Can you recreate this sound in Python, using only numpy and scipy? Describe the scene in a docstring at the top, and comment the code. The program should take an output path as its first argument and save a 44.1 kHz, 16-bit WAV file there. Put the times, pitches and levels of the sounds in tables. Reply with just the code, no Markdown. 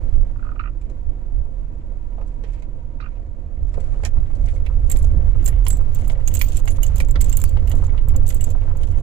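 """Driver's footwell of a car rolling slowly along a gravel road; stereo microphone low down, louder on the
right. From below, the body rumbles over bumps, tyres crunch and pebbles knock on the floor pan; loose trim
rattles. Beside the microphone the brake pedal sticks and slips in a creak, the shoe moves over to the
accelerator, and the engine picks up behind the bulkhead. Close by, small metal parts, likely the keys in
the ignition, strike each other and jingle."""
import sys
import numpy as np
from scipy import signal
from scipy.fft import rfft, irfft, next_fast_len
from scipy.io import wavfile
from scipy.ndimage import uniform_filter1d

SR = 44100
rng = np.random.default_rng(int(sys.argv[2]) if len(sys.argv) > 2 else 0)


def waveform_to_disk(signal):
    """Save audio, clipped to [-1, 1], as 16-bit WAV at the path in sys.argv[1]."""
    frames = np.transpose(np.atleast_2d(signal))
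    scaled = np.clip(frames, -1, 1) * 32767
    samples = np.round(scaled).astype(np.int16)
    wavfile.write(sys.argv[1], SR, samples)


N = 397782
TIME = np.arange(N) / SR
AGE = TIME[:SR // 2]   # time since a blow


def from_db(db):
    return 10 ** (np.asarray(db) / 20)


def rms_one(x):
    return x / np.sqrt(np.mean(x ** 2) + 1e-20)


def blow_one(x):
    """Scales a blow to rms 1 over its first 20 ms."""
    return x / np.sqrt(np.mean(x[:SR // 50] ** 2) + 1e-20)


def in_time(rows):
    """Columns of a curve table at every sample."""
    s, *columns = np.transpose(rows)
    return [np.interp(TIME, s, c) for c in columns]


def on_bins(points, size):
    """Columns of a table over frequency at every FFT bin."""
    hz, *columns = np.transpose(points)
    bins = np.maximum(np.fft.rfftfreq(size, 1 / SR), 1)
    return [np.interp(np.log(bins), np.log(hz), c) for c in columns]


def coloured(x, spectrum):
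    """Gives x a spectrum that falls away beyond its ends; rms 1."""
    closed = [(spectrum[0][0] / 2, -90), *spectrum, (spectrum[-1][0] * 2, -90)]
    size = next_fast_len(x.shape[-1])
    gain = from_db(on_bins(closed, size)[0])
    return rms_one(irfft(rfft(x, size) * gain, size)[..., :x.shape[-1]])


def drift(per_s):
    """A random wander between knots of rms 1."""
    knots = rms_one(rng.standard_normal(1000))
    return np.interp(TIME * per_s, np.arange(len(knots)), knots)


def rise(seconds):
    return 1 - np.exp(-AGE / seconds)


def fade(t60):
    return from_db(-60 * AGE / t60)


def span(start, length, edge_s):
    """Rises, holds and falls again."""
    return np.clip(np.minimum(TIME - start, start + length - TIME) / edge_s + .5, 0, 1)


def resonate(x, modes):
    """Parallel resonances of alternating sign."""
    out = 0
    for k, (hz, width, db) in enumerate(modes):
        r = np.exp(-np.pi * width / SR)
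        ring = signal.lfilter([1, 0, -1], [1, -2 * r * np.cos(2 * np.pi * hz / SR), r * r], x + 1e-18)
        out = out + (-1) ** k * from_db(db) * (1 - r * r) / 2 * ring
    return out


def butter(x, hz, kind):
    return signal.sosfilt(signal.butter(2, hz, kind, fs=SR, output="sos"), x)


def add(track, s, sound):
    at = round(s * SR)
    track[at:at + len(sound)] += sound[:N - at]


def contact(t60, click):
    """A first click, then a quickly dying chatter."""
    force = rng.standard_normal(len(AGE)) * fade(t60)
    force[0] += click
    return force


def burst(colour, rise_s, t60):
    """A short blow of coloured noise."""
    return blow_one(coloured(rng.standard_normal(len(AGE)), colour) * rise(rise_s) * fade(t60))


def random_hits(per_s, size_db):
    """Impulses of uneven size at random times."""
    return (rng.random(N) < per_s / SR) * from_db(size_db * np.clip(rng.standard_normal(N), -2, 2))


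def placed(x, right_db):
    """Leans a sound to the right, keeping the mean of both sides."""
    sides = from_db([[0], [right_db]])
    return x * sides / sides.mean()


def footwell(x, wet_db, t60, shaded_db):
    """Short reflections off trim and carpet; the direct sound reaches the shaded left late and weak."""
    echoes = rng.standard_normal((2, len(AGE))) * fade(t60) * rise(0.0027)
    echoes /= np.sqrt(np.sum(echoes ** 2, axis=1, keepdims=True))
    late = np.interp(TIME - .00025, TIME, x)
    direct = np.array([from_db(shaded_db) * late, 1.375 * x])
    return direct + from_db(wet_db) * signal.oaconvolve(x[None], echoes, axes=1)[:, :N]


# Road noise across the microphone: f/Hz, right over left/dB, likeness/0-1, lead of the left/rad
ROAD_FIELD = [(25, 14, 0.98, 0.97), (71, 5.5, 0.8, 0.18), (202, 3.5, 0.89, 0.078), (650, 5, 0.83, 0.091),
              (1330, 14.5, 0, 0.063), (2500, 9.5, 0, 0.51), (7000, 7.5, 0.08, 0.47), (15000, 0, 0.02, 0)]

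def road_noise(pair, spectrum, steady_s):
    """Two noises become a field alike in the bass, diffuse in the treble, evened to 1 over steady_s."""
    size = next_fast_len(N)
    right_db, alike, lead = on_bins(ROAD_FIELD, size)
    mid, side = rfft(pair, size) * np.sqrt([1 + alike, 1 - alike])
    left = (mid + side) * from_db(-right_db / 2) * np.exp(1j * lead)
    right = (mid - side) * from_db(right_db / 2)
    field = coloured(irfft([left, right], size)[:, :N], spectrum)
    return field / np.sqrt(uniform_filter1d(field.mean(0) ** 2, int(steady_s * SR)) + 1e-9)


def gravel(per_s, size_db):
    """Stones grind under the tyres: random clicks of very uneven size."""
    born = rng.random(N) < per_s * from_db(4 * drift(14)) / SR
    sizes = from_db(size_db * np.minimum(rng.exponential(1, N), 2))
    return rms_one(born * sizes * rng.standard_normal((2, N)))


# How hard the car rolls: t/s, level re full pace/dB
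PACE = [(0, -4), (0.7, -12.5), (1.7, -11.5), (3.5, -13.5), (3.85, -3.5), (4.7, -4.5), (5.1, 0), (5.9, -0.5),
        (7.3, 2), (9.02, -0.5)]
# Bumps passing underneath: crest t/s, lift of the rumble/dB, length/s (the swell spans 1.4 lengths)
BUMPS = [(0.182, 11.5, 0.18), (1.086, 10.5, 0.081), (1.387, 14.5, 0.15), (3.63, 8, 0.16),
         (4.186, 9.5, 0.11), (4.452, 8, 0.078), (4.993, 4.5, 0.89), (5.822, 3, 0.062), (7.15, 2.5, 0.36),
         (8.159, 7.5, 0.2)]
# Spectra of body, cabin, tyres and gravel, from inside the car: f/Hz, density/dB
BODY_RUMBLE = [(7.1, -33), (12, 5), (29, -2.5), (72, -12), (94, -28.5), (160, -120)]
CABIN_BOOM = [(45, -33), (66, -0.5), (85, 5.5), (105, -2), (135, -7.5), (165, -28)]
TYRE_ROAR = [(100, -32), (170, 0), (232, 3), (305, -3), (444, -6.5), (520, -2), (622, -9), (716, -6.5),
             (811, -20.5), (941, -18), (1030, -37), (1100, -26), (1430, -41), (2420, -120)]
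GRAVEL_CRUNCH = [(590, -15), (1000, 3.5), (1610, -3), (2370, -5), (2930, -10.5), (5660, -18), (7260, -13.5),
                 (8140, -20.5), (9860, -23.5), (10700, -26), (15000, -39.5)]
# Cabin resonances around the microphone: f/Hz, width/Hz, level/dB
CABIN_MODES = [(517.2, 9.1, 2.5), (260, 6, -17.5), (930, 25, -13.5)]

def road():
    """The body heaves on its springs, the cabin booms, tyres roar; more pace makes the crunch grittier."""
    pace_db, = in_time(PACE)
    lift_db = sum(db * np.cos(np.pi * np.clip((TIME - s) / length / 1.4, -.5, .5)) ** 2
                  for s, db, length in BUMPS)
    white = rng.standard_normal((4, 2, N))
    rumble = road_noise(white[0], BODY_RUMBLE, steady_s=0.1133)
    boom = road_noise(white[1], CABIN_BOOM, steady_s=0.17)
    tread = white[2] * from_db(1.8 * drift(25) + 1.2 * drift(9.1))
    roar = road_noise(tread + 0.5 * resonate(tread, CABIN_MODES), TYRE_ROAR, steady_s=0.38)
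    stones = white[3] + from_db(0.68 * pace_db + 4.5) * gravel(per_s=1100, size_db=2.5)
    crunch = road_noise(stones, GRAVEL_CRUNCH, steady_s=0.47)
    # each part: its level at full pace, plus its share of the pace and of the bumps
    return (from_db(-17 + pace_db + lift_db) * rumble
            + from_db(-29.5 + 0.96 * pace_db + 0.42 * lift_db) * boom
            + from_db(-44 + 0.5 * pace_db + 0.061 * lift_db) * roar
            + from_db(-58 + 0.68 * pace_db) * crunch)


# Engine, behind the bulkhead: t/s, firing f/Hz, first order level/dB, second order level/dB
ENGINE_RUN = [(0.0, 40.38, -27.5, -45), (0.7, 38.79, -32.5, -55), (2.0, 37.66, -29.5, -49.5),
              (3.3, 37.77, -35, -44.5), (4.6, 39.32, -26.5, -31.5), (5.73, 41.69, -19.5, -32.5),
              (6.4, 39.96, -40, -32), (8.29, 42.68, -29.5, -26.5), (9.02, 41.3, -32.5, -26.5)]
# Its higher orders: multiple of the firing rate, level/dB
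ENGINE_ORDERS = [(3.5, -51), (6, -59.5), (6.5, -64.5), (8, -62.5), (9, -64.5)]
# Its burr: f/Hz, density/dB
BURR_COLOUR = [(170, -16), (215, 2.5), (330, 5.5), (380, -11)]

def engine(burr_db=-55.5):
    """The firing orders hum and a burr pulses with each firing; under load the second order drones."""
    firing_hz, first_db, drone_db = in_time(ENGINE_RUN)
    phase = 2 * np.pi * np.cumsum(firing_hz * (1 + 0.00698 * drift(8))) / SR
    first = from_db(first_db + 1.5 * drift(5.9)) * np.sin(phase)
    drone = from_db(drone_db + 1.2 * drift(7.8)) * np.sin(2 * phase)
    higher = sum(from_db(db + 2.7 * drift(4.6)) * np.sin(order * phase) for order, db in ENGINE_ORDERS)
    burr = from_db(burr_db) * coloured(rng.standard_normal(N) * (1 + np.cos(phase)), BURR_COLOUR)
    return np.sqrt(2) * (first + drone + higher) + burr


# Faint whine from the engine bay, well right of the microphone: t/s, level/dB
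WHINE_LEVEL = [(0, -69), (1.6, -68), (2.2, -66), (2.9, -63.5), (3.4, -74), (4.5, -68.5), (9, -63.5)]

def whine(hz=950, width_hz=55):
    """A narrow, unsteady tone, perhaps the fan."""
    line = [(hz, width_hz, 0)]
    tone = rms_one(resonate(resonate(rng.standard_normal(N), line), line))
    return from_db(in_time(WHINE_LEVEL)[0]) * tone


# Floor pan, just under the microphone: f/Hz, width/Hz, level/dB
PAN_MODES = [(550, 150, 18.5), (930, 1100, 12.5), (1260, 290, 9.5), (2010, 290, 16), (2370, 250, 11.5),
             (2740, 250, 11.5), (3430, 1300, 7.5)]

def grit(per_s=16, level_db=-63, t60=0.09):
    """Small stones thrown up at random tick on the floor pan, harder and more often with pace."""
    pace = from_db(in_time(PACE)[0])
    thrown = random_hits(per_s * pace, size_db=2.5) * pace
    force = signal.oaconvolve(thrown, fade(t60))[:N] * rng.standard_normal(N)
    return from_db(level_db) * rms_one(butter(resonate(force, PAN_MODES), 2700, "low"))


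# Loose trim knocking in the cabin: t/s, level/dB, panel f/Hz
TRIM_KNOCKS = [(3.942, -54, 1015), (4.177, -52, 850), (4.305, -53, 787), (4.944, -44, 890),
               (5.421, -64, 720), (5.665, -37.5, 1000), (6.675, -47, 720), (7.297, -56, 800),
               (7.568, -40.5, 620), (7.798, -49, 690)]
# Panels that rattle at random: f/Hz
LOOSE_PANELS = [480, 620, 754, 1180]

def trim(t60=0.049, width_hz=450, per_s=4, rattle_db=-57):
    """Heavily damped panels give dull clacks at the bumps and rattle more as the car gathers pace."""
    knocks, loose = np.zeros((2, N))
    pace = from_db(in_time(PACE)[0])
    for s, db, hz in TRIM_KNOCKS:
        add(knocks, s, from_db(db) * blow_one(resonate(contact(t60, click=7), [(hz, width_hz, 0)])))
    for hz in LOOSE_PANELS:
        taps = (rng.random(N) < per_s * pace / SR) * pace * rng.uniform(.5, 1, N)
        force = signal.oaconvolve(taps, contact(t60, click=6.2))[:N]
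        loose += resonate(force, [(hz, width_hz, 0)])
    return butter(knocks + from_db(rattle_db) * rms_one(loose), 1300, "low")


# Suspension jolts, heard through the body: t/s, drumming level/dB, clunk level/dB, t60/s
JOLTS = [(0.149, -59, -56, 0.31), (2.199, -54, -47.5, 0.26), (3.775, -43, -40, 0.14),
         (4.176, -42, -60, 0.065), (4.53, -48, -47, 0.23), (4.941, -34, -42.5, 0.036),
         (5.04, -54, -46.5, 0.11), (5.135, -36.5, -48.5, 0.19), (5.189, -38.5, -47, 0.068),
         (5.405, -41, -65, 0.089), (5.699, -46, -68, 0.13), (6.097, -56, -43.5, 0.21),
         (6.156, -55, -45.5, 0.081), (7.001, -39, -42, 0.12), (7.155, -35.5, -47, 0.078),
         (7.736, -33.5, -42, 0.27), (7.795, -39, -44.5, 0.15), (8.16, -37, -44.5, 0.16),
         (8.465, -37, -43.5, 0.27)]
# Resonances of the drumming, then of the clunk: f/Hz, width/Hz, level/dB
JOLT_MODES = [
    [(143, 27, 5), (207, 60, 1), (229, 72, 1), (350, 68, -6.5)],
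    [(420, 160, -6.5), (530, 34, 6), (680, 200, -9.5)],
]

def jolts(top_hz=(400, 900)):
    """A wheel drops into a rut: the body drums briefly and the suspension clunks."""
    out = np.zeros(N)
    for s, *levels_db, t60 in JOLTS:
        for db, modes, hz in zip(levels_db, JOLT_MODES, top_hz):
            knock = butter(resonate(contact(t60, click=12), modes), hz, "low")
            add(out, s, from_db(db) * knock / np.sqrt(np.mean(knock[:SR // 25] ** 2)))
    return out


# Brake pedal, beside the microphone: t/s, length/s, first level/dB, swell/dB, upper modes re lower/dB
CREAKS = [(0.355, 0.045, -59, -2, -20), (0.423, 0.11, -51.5, -0.5, -23), (0.556, 0.022, -51, 10, -13),
          (0.593, 0.021, -42, -7, -10.5), (0.635, 0.04, -47.5, -2, -9.5), (2.999, 0.066, -49.5, -3.5, -7.5)]
# Its arm, lower then upper modes: f/Hz, width/Hz, level/dB
PEDAL_MODES = [
    [(1165, 140, 2), (1335, 90, 6.5), (1450, 130, 1.5)],
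    [(1750, 120, -2), (2010, 90, 2), (2400, 160, 6.5), (2840, 330, -1)],
]
# It gives way with a rasp: t/s, level/dB, t60/s
RASPS = [(0.597, -59, 0.056), (3.004, -55.5, 0.072)]
# Spectrum of the rasp: f/Hz, density/dB
RASP_COLOUR = [(1200, 1), (2400, -10), (3100, -17), (4000, -2.5), (4900, -15), (5600, -17)]

def brake_pedal(slips_per_s=60, middling_db=-43.5, doubling_db=18, gain_db=3.5, top_hz=(1800, 2700)):
    """The pivot sticks and slips, faster under pressure; every slip rings the arm, and it rasps free."""
    out = np.zeros(N)
    for start, length, first_db, swell_db, upper_db in CREAKS:
        s = start
        for strength, wait in rng.standard_normal((24, 2)):
            force = contact(t60=.026, click=0) * rise(0.0018)
            if s > start + length:
                continue
            db = first_db + swell_db * (s - start) / length
            for part_db, modes, hz in zip((0, upper_db), PEDAL_MODES, top_hz):
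                ring = blow_one(butter(butter(resonate(force, modes), hz, "low"), 1250, "high"))
                add(out, s, from_db(db + part_db + 2 * strength + gain_db) * ring)
            slip_rate = slips_per_s * 2 ** ((db - middling_db) / doubling_db)
            s += np.exp(0.12 * wait) / slip_rate
    for s, db, t60 in RASPS:
        add(out, s, from_db(db) * burst(RASP_COLOUR, rise_s=0.0018, t60=t60))
    return out


# Shoe on pedals and mat, at close range: t/s, level/dB, step from thud to scuff to swish/dB
SHOE_TOUCHES = [(0.813, -63, -1.5), (0.898, -62.5, -2), (2.182, -41.5, -29), (2.212, -46.5, -15.5),
                (2.437, -42.5, -11.5), (2.534, -64, -1), (2.622, -53, -6.5), (3.263, -57, -14),
                (3.741, -50, -5.5), (3.775, -44, -31), (3.802, -74, 8), (4.034, -36, -8.5), (4.05, -43, 4),
                (4.352, -77, 7.5), (4.459, -65, 4)]
# The sole slides across: t/s, length/s, swish level/dB, scuff level/dB
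SHOE_SLIDES = [(2.17, 0.25, -78, -77), (2.435, 0.18, -71, -65), (3.02, 0.2, -99, -70),
               (3.637, 0.39, -69.5, -83), (4.402, 0.2, -72.5, -67)]
# Spectra of thud, scuff and swish: f/Hz, density/dB
SHOE_COLOURS = [
    [(200, -34), (500, 10), (750, 4), (1300, -8), (2500, -31)],
    [(700, -30), (1500, 2), (2250, 6.5), (3600, -6.5), (6000, -14.5)],
    [(2800, -5), (4500, -7), (7300, 0), (9500, -10), (14000, -22.5)],
]

def shoe(parts_db=(-3.5, -1, -2.5), parts_t60=(0.06, 0.065, 0.032)):
    """The soft sole bumps and scuffs over pedals and mat, and slides between them."""
    out = np.zeros(N)
    _, scuff, swish = SHOE_COLOURS
    for k, colour in enumerate((swish, scuff)):
        sliding = sum(from_db(db[k]) * span(s, length, edge_s=0.067) for s, length, *db in SHOE_SLIDES)
        out += sliding * coloured(rng.standard_normal(N) * from_db(7 * drift(65)), colour)
    for s, db, step_db in SHOE_TOUCHES:
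        for k, (part_db, t60, colour) in enumerate(zip(parts_db, parts_t60, SHOE_COLOURS)):
            add(out, s, from_db(db + part_db + k * step_db) * burst(colour, rise_s=0.00056, t60=t60))
    return out


# Sharp knocks near the microphone: pebbles on the floor pan, and at 4.961, 5.478 and 7.208 s clacks of
# the keys: t/s, level/dB, crack re body/dB, struck spot f/Hz, spot re body before spot_gain/dB
SHARP_KNOCKS = [(4.485, -52.5, -13, 2020, -2), (4.562, -60, -20, 2150, -2), (4.663, -46, -25, 2650, -6),
                (4.904, -45.5, -26, 2200, -11), (4.961, -52, -2, 2360, -11), (5.478, -53, 6, 1870, 3),
                (5.666, -41.5, 1.5, 3280, -11), (6.098, -42.5, -10, 2970, -19),
                (6.4137, -31, -3, 2420, -7.5), (6.676, -35.5, -16, 2850, -15),
                (7.002, -39.5, -1.5, 2320, 0.5), (7.157, -37, -43, 1340, -9.5),
                (7.208, -46.5, 8, 2470, -15), (7.57, -51, -24, 2760, -5), (7.675, -53.5, 1, 3000, -9),
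                (7.715, -46.5, -2, 3000, -18), (7.978, -50.5, -28, 2880, -7.5),
                (8.091, -49, -10, 2440, -16), (8.305, -44, -16, 1260, -19), (8.832, -51.5, -1.5, 2470, -25)]

def sharp_knocks(middling_db=-43.5, chatter_t60=0.053, halving_db=29, spot_width_hz=190, spot_gain=2):
    """A pebble or key strikes: a ringing body, a woody note from the struck spot, a dry crack on top."""
    out = np.zeros(N)
    for s, db, crack_db, spot_hz, spot_db in SHARP_KNOCKS:
        t60 = chatter_t60 * 2 ** ((middling_db - db) / halving_db)   # a harder hit bounces clear sooner
        force = contact(t60, click=4)
        modes = [(hz, width, mode_db + 3 * rng.standard_normal()) for hz, width, mode_db in PAN_MODES]
        body = blow_one(butter(resonate(force, modes), 5600, "low"))
        note = spot_gain * blow_one(resonate(force, [(spot_hz, spot_width_hz, 0)]))
        crack = blow_one(butter(butter(force, 2400, "high"), 8800, "low"))
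        add(out, s, from_db(db) * (body + from_db(spot_db) * note + from_db(crack_db) * crack))
    return out


# The bunch of keys swings, close by on the right: t/s, length/s, level/dB
KEY_SWINGS = [(4.88, 0.19, -54.5), (5.419, 0.076, -57.5), (5.643, 0.15, -60), (5.931, 0.2, -54.5),
              (6.247, 0.057, -48.5), (6.322, 0.12, -43), (6.452, .15, -50), (6.656, 0.11, -49),
              (6.82, 0.08, -48), (6.956, 0.092, -44), (7.209, 0.319, -51), (7.663, .21, -58),
              (8.267, 0.055, -44), (8.317, 0.21, -54.5), (8.788, .22, -62.5)]
# Spectrum of its light touches: f/Hz, density/dB
TOUCH_COLOUR = [(2500, 3), (5600, -4.5), (6600, 6), (7450, 2), (8400, 0.5), (9800, -8.5), (11200, -2.5),
                (13500, -18.5), (14600, -8), (15800, -11)]

def key_rustle(touch_t60=0.028):
    """While the bunch swings, the keys slide over each other in a rustle of light touches."""
    swing = sum(from_db(db) * span(s, length, edge_s=0.027) for s, length, db in KEY_SWINGS)
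    touches = random_hits(per_s=320, size_db=6.5)
    chatter = signal.oaconvolve(touches, fade(touch_t60))[:N] * rng.standard_normal((2, N))
    return placed(swing * coloured(chatter, TOUCH_COLOUR), right_db=12)


# Clinks, close by: t/s, level/dB, middle and top group re low/dB, f/Hz of the mode that rings on, its t60/s
CLINKS = [(4.899, -37.5, -2.5, -17, 7530, 0.022), (4.915, -30.5, -6, -18, 7440, 0.016),
          (4.92, -37, -15, -11, 7440, 0.033), (4.97, -45.5, -4, -22, 7940, 0.025),
          (4.987, -56, 4, -15, 10125, 0.082), (5.028, -56, -1, -16, 7120, 0.025),
          (5.444, -63, 11, 13, 13025, 0.027), (5.453, -57, 17, 9, 10755, 0.09),
          (5.46, -31.5, -11, -14, 7440, 0.017), (5.477, -36, -17, -8, 7440, 0.022),
          (5.484, -42, 2, -15, 14310, 0.025), (5.651, -53, -5, -7, 6510, 0.025),
          (5.682, -38.5, 6.5, -2, 10910, 0.021), (5.703, -32, -13, -21, 7705, 0.15),
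          (5.728, -43, -12, -19, 7705, 0.025), (5.769, -52.5, -6, -5, 14550, 0.034),
          (5.947, -45.5, -4, -4, 7530, 0.032), (6.078, -52, 4.5, 1, 10755, 0.13),
          (6.275, -31, -16, -18, 6630, 0.037), (6.285, -48, -2, 1, 14550, 0.025),
          (6.34, -39, -6, 2, 14550, 0.027), (6.35, -32.5, -6, -3, 7705, 0.045),
          (6.369, -41.5, -13, -12, 6630, 0.028), (6.392, -43, 1, 3, 10910, 0.073),
          (6.417, -45, 7, 13.5, 14310, 0.17), (6.487, -48, -12, -11, 14310, 0.025),
          (6.57, -34.5, -8, -18, 7530, 0.027), (6.59, -59, 3, 2, 10125, 0.025),
          (6.655, -53, -1, -7, 7440, 0.022), (6.68, -42, -7, -22, 6630, 0.13),
          (6.705, -44.5, -6, -15, 10910, 0.13), (6.831, -35, 0, -18, 6630, 0.061),
          (6.865, -40.5, -27, -18, 7440, 0.011), (6.958, -45, -3.5, -6, 7940, 0.025),
          (6.982, -52, 5, 3, 14310, 0.025), (7.005, -55, 6, -11, 11340, 0.025),
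          (7.085, -52.5, -8, -5, 7340, 0.022), (7.109, -42.5, -15, -9, 7530, 0.019),
          (7.212, -34, -5.5, -9, 7705, 0.033), (7.218, -40, -16, -14, 7705, 0.025),
          (7.243, -41, -8, -19, 7705, 0.025), (7.295, -42, -6, -2, 6510, 0.04),
          (7.326, -35, -12.5, -14, 7440, 0.035), (7.37, -36.5, 3, 3, 14640, 0.073),
          (7.4, -46, -7, -3, 7705, 0.024), (7.416, -37.5, -11, -18, 14550, 0.14),
          (7.492, -53, -4.5, -3, 7440, 0.02), (7.673, -59, 2, -3, 11340, 0.025),
          (7.696, -52, 3, 4, 8430, 0.033), (7.717, -51, -3, -14, 6630, 0.023),
          (7.753, -57, 0, -9, 6630, 0.025), (7.866, -55, -17, -30, 7010, 0.03),
          (8.085, -52.5, -0.5, 4, 14550, 0.025), (8.162, -42, -10.5, -11, 7340, 0.021),
          (8.278, -45.5, 0, -12, 7705, 0.25), (8.289, -40, 0, -7, 11340, 0.096),
          (8.345, -47.5, 5, 2, 7705, 0.083), (8.409, -40, -7.5, -20, 7705, 0.085),
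          (8.441, -38.5, -6.5, -31, 7705, 0.042), (8.503, -49.5, -8, -12, 7340, 0.025),
          (8.77, -58.5, -1, -6, 6630, 0.03)]
# Modes of the keys, in a low, a middle and a top group: f/Hz, level/dB
KEY_MODES = [
    [(4660, -18), (6510, -3), (6630, -1), (7010, 1), (7120, -2), (7310, -5), (7440, 5), (7530, 6.5),
     (7705, -7), (7900, -4)],
    [(8430, -5), (8900, 1), (9855, -8), (10125, -5), (10755, -4.5), (10910, 2.5), (11340, 1.5),
     (11490, 5.5), (11800, 4.5), (12140, 8), (12600, -9), (13025, -5), (13450, -3)],
    [(14310, -10.5), (14450, 0), (14550, 11), (14640, -4), (14965, 5), (15175, 3.5), (15500, -4.5)],
]
# Hiss that starts a clink, for each group: f/Hz, density/dB
KEY_HISS = [
    [(1200, 0), (2800, 4), (5500, -3), (6600, -3.5), (7500, 16), (8600, -3.5), (10000, -7.5)],
    [(7500, -13.5), (8600, 12.5), (10200, 2.5), (11200, -7), (12300, -2.5), (14000, 1)],
    [(12500, -14), (13800, -13.5), (14600, 12), (15500, -2), (16200, -29.5)],
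]
# Each group at the microphone: level/dB, shaded left side re right/dB
KEY_GROUPS = [(0, -19.5), (0, -9.5), (0, -23)]

def key_clinks(damped_t60=.021, hold_s=0.0044, hiss_t60=.032, ring_db=-1.5, hiss_db=-10, gain=2):
    """Two keys strike and ring in a new mix of modes each time; neighbours damp all but one unevenly."""
    out, attack = np.zeros((2, N)), rise(0.00062)
    flutter = from_db(3 * rms_one(butter(rng.standard_normal(N + len(AGE)), 300, "low")))
    # each clink starts with a short hiss that holds briefly, then dies
    hiss_envelope = attack * np.minimum(1, from_db(-60 * (AGE - hold_s) / hiss_t60))
    for group, (group_db, left_db) in enumerate(KEY_GROUPS):
        hz, mode_db = np.transpose(KEY_MODES[group])
        noise = coloured(rng.standard_normal((2, len(flutter))), KEY_HISS[group]) * flutter
        for s, db, middle_db, top_db, free_hz, free_t60 in CLINKS:
            strength, left_mix, detune, damping, phase = rng.standard_normal((5, len(hz)))
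            free = np.exp(-((hz - free_hz) / 60) ** 2)   # 1 for the mode that rings on
            t60 = (1 - free) * damped_t60 * 2 ** (0.41 * np.clip(damping, -2, 2)) + free * free_t60
            turns = np.outer(hz * (1 + 0.0042 * detune * (1 - free)), AGE) + phase[:, None]
            decay = np.exp(np.maximum(np.outer(-np.log(1000) / t60, AGE), -20))
            partials = np.sin(2 * np.pi * turns) * decay
            heights = from_db(mode_db + 5 * strength * (0.5 - free) + 9 * free)
            level_db = db + group_db + (0, middle_db, top_db)[group]
            for side, (side_db, mix) in enumerate([(left_db, left_mix), (0, 1)]):
                ring = from_db(ring_db) * blow_one((heights * mix) @ partials * attack)
                hiss = from_db(hiss_db) * blow_one(noise[side, round(s * SR):][:len(AGE)] * hiss_envelope)
                add(out[side], s, gain * from_db(level_db + side_db) * (ring + hiss))
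    return out


# Keys that hang free in the same bunch: f/Hz, width/Hz, level/dB
HANGING_MODES = [(6600, 25, -6), (7460, 30, -3), (7715, 16, -8), (9850, 20, 7.5), (10910, 26, -8),
                 (10900, 20, -7), (12190, 20, -3.5), (13026, 12, 4.5), (14545, 18, -8.5), (15160, 20, 1.5)]

def hanging_keys(bunch):
    """The free keys pick up every clink and ring in sympathy."""
    return sum(resonate(bunch, [mode]) for mode in HANGING_MODES)


# Heavy part of the bunch, close by: t/s, f/Hz, level/dB, t60/s
CLANKS = [(6.394, 4730, -55, .12), (6.418, 4540, -57, .3), (6.833, 2940, -41, 0.036),
          (6.833, 4700, -65, .3), (7.33, 2870, -47, 0.049), (8.41, 2880, -47, 0.042)]

def key_clanks():
    """The heavy part of the bunch is knocked and gives a low ping."""
    out = np.zeros(N)
    for s, hz, db, t60 in CLANKS:
        add(out, s, from_db(db) * blow_one(np.sin(2 * np.pi * hz * AGE) * fade(t60)))
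    return out


def key_snap(at_s=7.4398, tick_db=-5, knock_db=-21, ping_db=-48, ping_hz=4660):
    """One key hits another squarely: a sharp tick and knock leave a thin ping of the lowest mode."""
    out, force = np.zeros(N), contact(t60=0.0068, click=1.2)
    tick = butter(force, 9400, "high")
    knock = butter(butter(force, 760, "high"), 1500, "low")
    for db, part in ((tick_db, tick), (knock_db, knock)):
        add(out, at_s, from_db(db) * part / np.abs(part).max())
    add(out, at_s, from_db(ping_db) * np.sin(2 * np.pi * ping_hz * AGE) * fade(0.26))
    return out


def scene():
    """Everything as it reaches the microphone low in the footwell, louder on the right."""
    bunch = key_clinks() + key_rustle()
    hard_hits = footwell(key_clanks() + key_snap(), wet_db=-13.5, t60=0.045, shaded_db=-31)
    keys = bunch + hanging_keys(bunch) + placed(hard_hits, right_db=2)
    knocks = placed(footwell(sharp_knocks() + grit(), wet_db=-17.5, t60=0.15, shaded_db=-10), right_db=2)
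    foot = placed(footwell(shoe() + brake_pedal(), wet_db=-2, t60=0.069, shaded_db=-9.5), right_db=6)
    car = placed(engine() + jolts() + trim(), right_db=7) + placed(whine(), right_db=21)
    return (road() + car + keys + knocks + foot) * span(.005, N / SR - .01, edge_s=.01)


def record(dry, ceiling=.56, cutoff_hz=16300):
    """The heavy lows overload and are flattened while the treble rides on top; the very top is cut."""
    lows = butter(dry, 8700, "low")
    flattened = dry - lows + np.clip(lows, -ceiling, ceiling)
    return signal.sosfilt(signal.cheby2(16, 70, cutoff_hz, fs=SR, output="sos"), flattened)


dry = scene()
out = record(dry)
waveform_to_disk(out)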